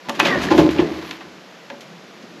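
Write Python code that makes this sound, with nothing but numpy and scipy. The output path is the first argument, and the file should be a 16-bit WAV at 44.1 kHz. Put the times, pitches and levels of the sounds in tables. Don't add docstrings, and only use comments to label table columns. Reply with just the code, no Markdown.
import sys
import numpy as np
from scipy import signal
from scipy.fft import rfft, irfft
from scipy.io import wavfile
from scipy.ndimage import uniform_filter1d

SR = 44100
rng = np.random.default_rng(int(sys.argv[2]) if len(sys.argv) > 2 else 0)


def store_pcm(level_fs):
    pcm = np.round(np.clip(level_fs, -1, 1) * 32767).astype(np.int16)
    wavfile.write(sys.argv[1], SR, np.atleast_2d(pcm).T)


N = 105840
T = np.arange(N) / SR
HZ = np.fft.rfftfreq(4096, 1 / SR)


def amp(db):
    return 10 ** (np.asarray(db) / 20)


def unit(x):
    return x / np.sqrt(np.mean(x ** 2) + 1e-20)


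def read(points, hz):
    point_hz, value = np.transpose(points)
    return np.interp(np.log(hz + 1), np.log(point_hz + 1), value)


def level(points):
    rows = np.array(points)
    return amp(np.interp(T, rows[:, 0], rows[:, -1], left=-100, right=-100))


def add(mix, start_s, sound):
    part = mix[max(round(start_s * SR), 0):][:len(sound)]
    part += sound[:len(part)]


def colour(x, db):
    log_gain = np.log(amp(np.maximum(db, -100)))
    mirrored = np.concatenate([log_gain, log_gain[-2:0:-1]])
    response = np.exp(np.conj(signal.hilbert(mirrored)))[:len(HZ)]
    return signal.fftconvolve(x, irfft(response))[:len(x)]


def noise(db):
    return unit(colour(rng.standard_normal(N), db))


def hump(centre_hz, octaves):
    return -12 * (np.hypot(1, np.log2((HZ + 20) / centre_hz) / octaves) - 1)


def waver(samples):
    return unit(uniform_filter1d(uniform_filter1d(rng.standard_normal(N), samples), samples))


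def arch(start_s, length_s):
    return np.sin(np.pi * np.clip((T - start_s) / length_s, 0, 1) ** .7)


def puff(start_s, length_s, db, centre_hz, octaves):
    return amp(db) * arch(start_s, length_s) * noise(hump(centre_hz, octaves))


def garage(x):
    # frequency_hz, t60_s
    decay_times = [(80, 0.68), (300, 0.27), (1000, 0.26), (4000, 0.16), (12000, 0.35)]
    echoes = rng.standard_normal(SR) * (rng.random(SR) < .08) * (T[:SR] > .005)
    hz, t, bands = signal.stft(echoes, SR, nperseg=256)
    fade = amp(-60 * t / read(decay_times, hz)[:, None])
    tail = signal.istft(bands * fade, SR, nperseg=256)[1]
    return signal.fftconvolve(x, tail / np.linalg.norm(tail))[:N]


def room_tone():
    # frequency_hz, relative_db
    air = [(20, -52), (100, -71), (135, -14), (185, -2), (240, -10.5), (500, -3.5), (850, -8.5), (1400, -8),
           (3000, -11), (5000, -15), (7000, -20.5), (13000, -27.5)]
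    # start_s, length_s, level_db, centre_hz, spread_octaves
    hums = [(1.83, 0.21, -44, 198.8, 0.15), (2.30, 0.17, -47.5, 320, 0.24)]
    return amp(-42) * noise(read(air, HZ)) + sum(puff(*hum) for hum in hums)


def draught():
    return puff(start_s=.335, length_s=.15, db=-32.5, centre_hz=79, octaves=1)


def cabinet_rumble():
    # time_s, level_db
    strain = [(0.06, -42.5), (0.095, -33.5), (0.17, -36.5), (0.22, -21), (0.35, -23), (0.42, -23.5),
              (0.50, -24.5), (0.60, -13), (0.72, -31), (0.84, -24.5), (1.0, -34.5), (1.15, -42.5),
              (1.6, -52.5), (1.75, -49), (2.4, -45)]
    # frequency_hz, relative_db
    spectrum = [(25, 8.5), (60, -32.5), (110, -15), (165, 0), (230, -1.5), (340, 3), (470, -8.5),
                (700, -5.5), (1500, -42), (4000, -69)]
    return level(strain) * noise(read(spectrum, HZ))


def seal_peel():
    # time_s, level_db
    envelope = [(0.05, -44), (0.09, -41.5), (0.19, -33), (0.21, -28), (0.27, -21), (0.32, -26.5),
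                (0.40, -26), (0.435, -22.5), (0.49, -27.5), (0.60, -25.5), (0.68, -30.5), (0.82, -32),
                (0.92, -35), (1.12, -35), (1.25, -47.5), (1.4, -52)]
    # frequency_hz, relative_db
    spectrum = [(60, -56.5), (300, 3.5), (600, -9), (1100, -0.5), (1400, -3), (1900, -2), (2700, -4.5),
                (4200, -8), (6500, -18), (13000, -25.5)]
    # start_s, length_s, level_db, centre_hz, spread_octaves
    hisses = [(0.25, .045, -30, 3200, 1.1), (0.412, .065, -30, 5270, 1.1), (0.50, .04, -29, 3700, .6),
              (0.55, .085, -33.5, 9000, 1.2), (0.70, .035, -43, 5000, 1.3), (0.88, .2, -49, 9000, 1.2),
              (1.02, .17, -46, 11800, .4)]
    snaps_per_s, spread_db, hiss_gain = 2700, 3.5, .67
    sizes = amp(spread_db * np.minimum(rng.exponential(1, N), 4))
    snaps = sizes * rng.choice([-1, 1], N) * (rng.random(N) < snaps_per_s / SR)
    crackle = unit(snaps) + hiss_gain * rng.standard_normal(N)
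    peel = unit(colour(crackle, read(spectrum, HZ)))
    return level(envelope) * peel + sum(puff(*hiss) for hiss in hisses)


def seal_squeak():
    # time_s, pitch_hz, level_db
    glide = [(0.262, 440, -37), (0.279, 416, -25), (0.319, 392, -19), (0.336, 372, -17.5),
             (0.36, 362, -22.5), (0.40, 356, -36)]
    harmonics = [-4.5, -13, -6, -12, -1, -32]
    # start_s, length_s, pitch_hz, level_db
    chirps = [(0.058, 0.043, 1000, -38), (0.385, 0.0081, 1770, -20), (0.4867, 0.0064, 1776, -16.5)]
    jitter, roughness, room_db = .018, .6, -10.5
    time_s, slip_hz, _ = np.transpose(glide)
    unsteady = 1 + jitter * waver(samples=50)
    cycles = np.cumsum(np.interp(T, time_s, slip_hz) * unsteady) / SR
    tone = level(glide) * sum(
        amp(db) * np.sin(2 * np.pi * k * cycles) * (1 + roughness * waver(samples=150))
        for k, db in enumerate(harmonics, 1))
    for start_s, length_s, pitch_hz, db in chirps:
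        phase = 2 * np.pi * pitch_hz * np.cumsum(unsteady) / SR
        tone += amp(db) * arch(start_s, length_s) * np.sin(phase)
    return tone + amp(room_db) * garage(tone)


def door_knocks():
    # start_s, level_db, treble_tilt_db_per_octave, rise_s
    knocks = [(0.5101, -7, 5.5, 0.0051), (0.5189, -13.5, -2, 0.013), (0.5472, -13.5, -11, 0.0012),
              (0.5813, 0, -2.5, 0.0079), (0.6395, -5, -2.5, 0.012), (0.6618, -13.5, -2, 0.0033),
              (0.689, -14.5, -5, 0.0009), (0.7482, -10, -1.5, 0.015), (0.7913, -9, -2, 0.0011),
              (0.822, -13.5, -4, 0.002), (0.8746, -18.5, -10, 0.014), (0.9112, -19.5, -3, 0.0072),
              (0.9844, -28, -6, 0.0031), (1.245, -38.5, 4, 0.0068)]
    # pitch_hz, relative_db, t60_s
    modes = [(78, -24, .64), (144, -31, .23), (156, -18, .22), (284, -12, .2), (317, -6.5, .6),
             (331, 1, .15), (346, -3, .14), (422, -16, .36), (495, -14, .19), (572, -12, .2),
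             (839, -10, .13), (892, -22, .27), (1035, -8, .09), (1400, -21, .1)]
    tilt_from_hz, room_db = 350, -19
    out, t = np.zeros(N), T[:SR]
    ringing = np.array([amp(db - 60 * t / t60) * np.sin(2 * np.pi * hz * t) for hz, db, t60 in modes])
    octaves_up = np.maximum(np.log2(np.array(modes)[:, 0] / tilt_from_hz), 0)
    for start_s, db, tilt, rise_s in knocks:
        onset = 1 - np.exp(-(t / rise_s) ** 2)
        boom = amp(db + tilt * octaves_up) @ ringing
        add(out, start_s, onset * boom)
    return out + amp(room_db) * garage(out)


def clicks():
    # start_s, level_db, centre_hz, spread_octaves, decay_s
    contacts = [(0.0865, -19.5, 400, 2.1, 0.0082), (0.0945, -10, 1360, 2.4, 0.0026),
                (0.0999, -19, 890, .55, 0.0066), (0.1507, -28.5, 2400, 1.3, 0.015),
                (0.1930, -14, 1130, 1.25, 0.0037), (0.1975, -3.5, 4200, 2.6, 0.00086),
                (0.2006, 2, 1490, 1.02, 0.0021), (0.205, -4, 2530, 0.35, 0.0018),
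                (0.251, -13.5, 2500, 0.76, 0.03), (0.2570, -8.5, 714, 1.5, 0.0041),
                (0.3560, -13, 420, 0.54, 0.0038), (0.5060, -15, 880, 1.16, 0.013),
                (0.5150, -18.5, 895, 1.4, 0.024), (0.5785, -15.5, 1670, 1.8, 0.014),
                (0.5835, -9, 740, 0.9, 0.0096), (0.5900, -19.5, 3200, 0.95, 0.018),
                (0.6909, -16, 2530, 0.7, 0.0014), (0.7076, -28.5, 2980, 1.7, 0.024),
                (0.775, -35, 2570, 0.52, .002), (0.7841, -19.5, 2340, 0.55, .014),
                (0.7950, -20, 900, 1.3, 0.02), (0.8060, -33, 4300, 0.89, .003),
                (1.1106, -15.5, 3000, 0.83, 0.0019), (1.207, -31, 1210, 1.14, .016),
                (1.7010, -22, 1750, 0.92, 0.0029), (1.7030, -31.5, 400, 1.1, 0.028),
                (1.8072, -35, 4250, 1.2, 0.015), (2.226, -41, 5000, 0.55, 0.0055),
                (2.2350, -33, 222, 0.6, 0.0072)]
    # centre_hz, width_hz, lift_db
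    liner = [(243.4, 56, 12), (571, 56, 13.5), (851, 240, 8.5), (1107, 180, 5.5), (1720, 300, 5.5),
             (1950, 160, 2.5), (2550, 160, 5), (3190, 1500, 5.5)]
    ring_db, ring_decay_s, ring_cutoff_hz = -14.5, .019, 4500
    bass_hz, room_db = 144, -8.5
    out, t = np.zeros(N), T[:SR // 4]
    liner_db = sum(db / (1 + (2 * (HZ - hz) / width) ** 2) for hz, width, db in liner)
    liner_db -= 10 * np.log10(1 + (bass_hz / (HZ + 1)) ** 6)
    for start_s, db, centre_hz, octaves, decay_s in contacts:
        crack = rng.standard_normal(len(t)) * np.exp(-t / decay_s)
        power = uniform_filter1d(abs(rfft(crack, 2 * len(HZ) - 2)) ** 2, size=40)
        crack = colour(crack, -10 * np.log10(power / power.mean()))
        ring = rng.standard_normal(len(t)) * np.exp(-t / ring_decay_s)
        ring = colour(ring, ring_db - 10 * np.log10(1 + (HZ / ring_cutoff_hz) ** 2))
        click = colour(crack + ring, hump(centre_hz, octaves) + liner_db)
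        add(out, start_s, amp(db) * np.sqrt(decay_s * SR / 2) * click / np.linalg.norm(click))
    return out + amp(room_db) * garage(out)


def scene():
    mix = room_tone() + clicks() + door_knocks() + cabinet_rumble()
    return (mix + seal_peel() + seal_squeak() + draught())[None]


def record(dry):
    # frequency_hz, gain_db
    response = [(20, -40), (42, -21), (62, 3), (6800, -4), (8200, -13.5), (8900, -18.5), (9200, -25),
                (9600, -15.5), (10600, -10), (12000, -5.5), (12900, -19.5), (13700, -24)]
    heard = np.clip(colour(dry[0], read(response, HZ)), -1, 1)
    band_limit = signal.firwin(255, cutoff=13700, window=("kaiser", 8), fs=SR)
    return signal.fftconvolve(heard, band_limit, "same")[None]


dry = scene()
out = record(dry)
store_pcm(out)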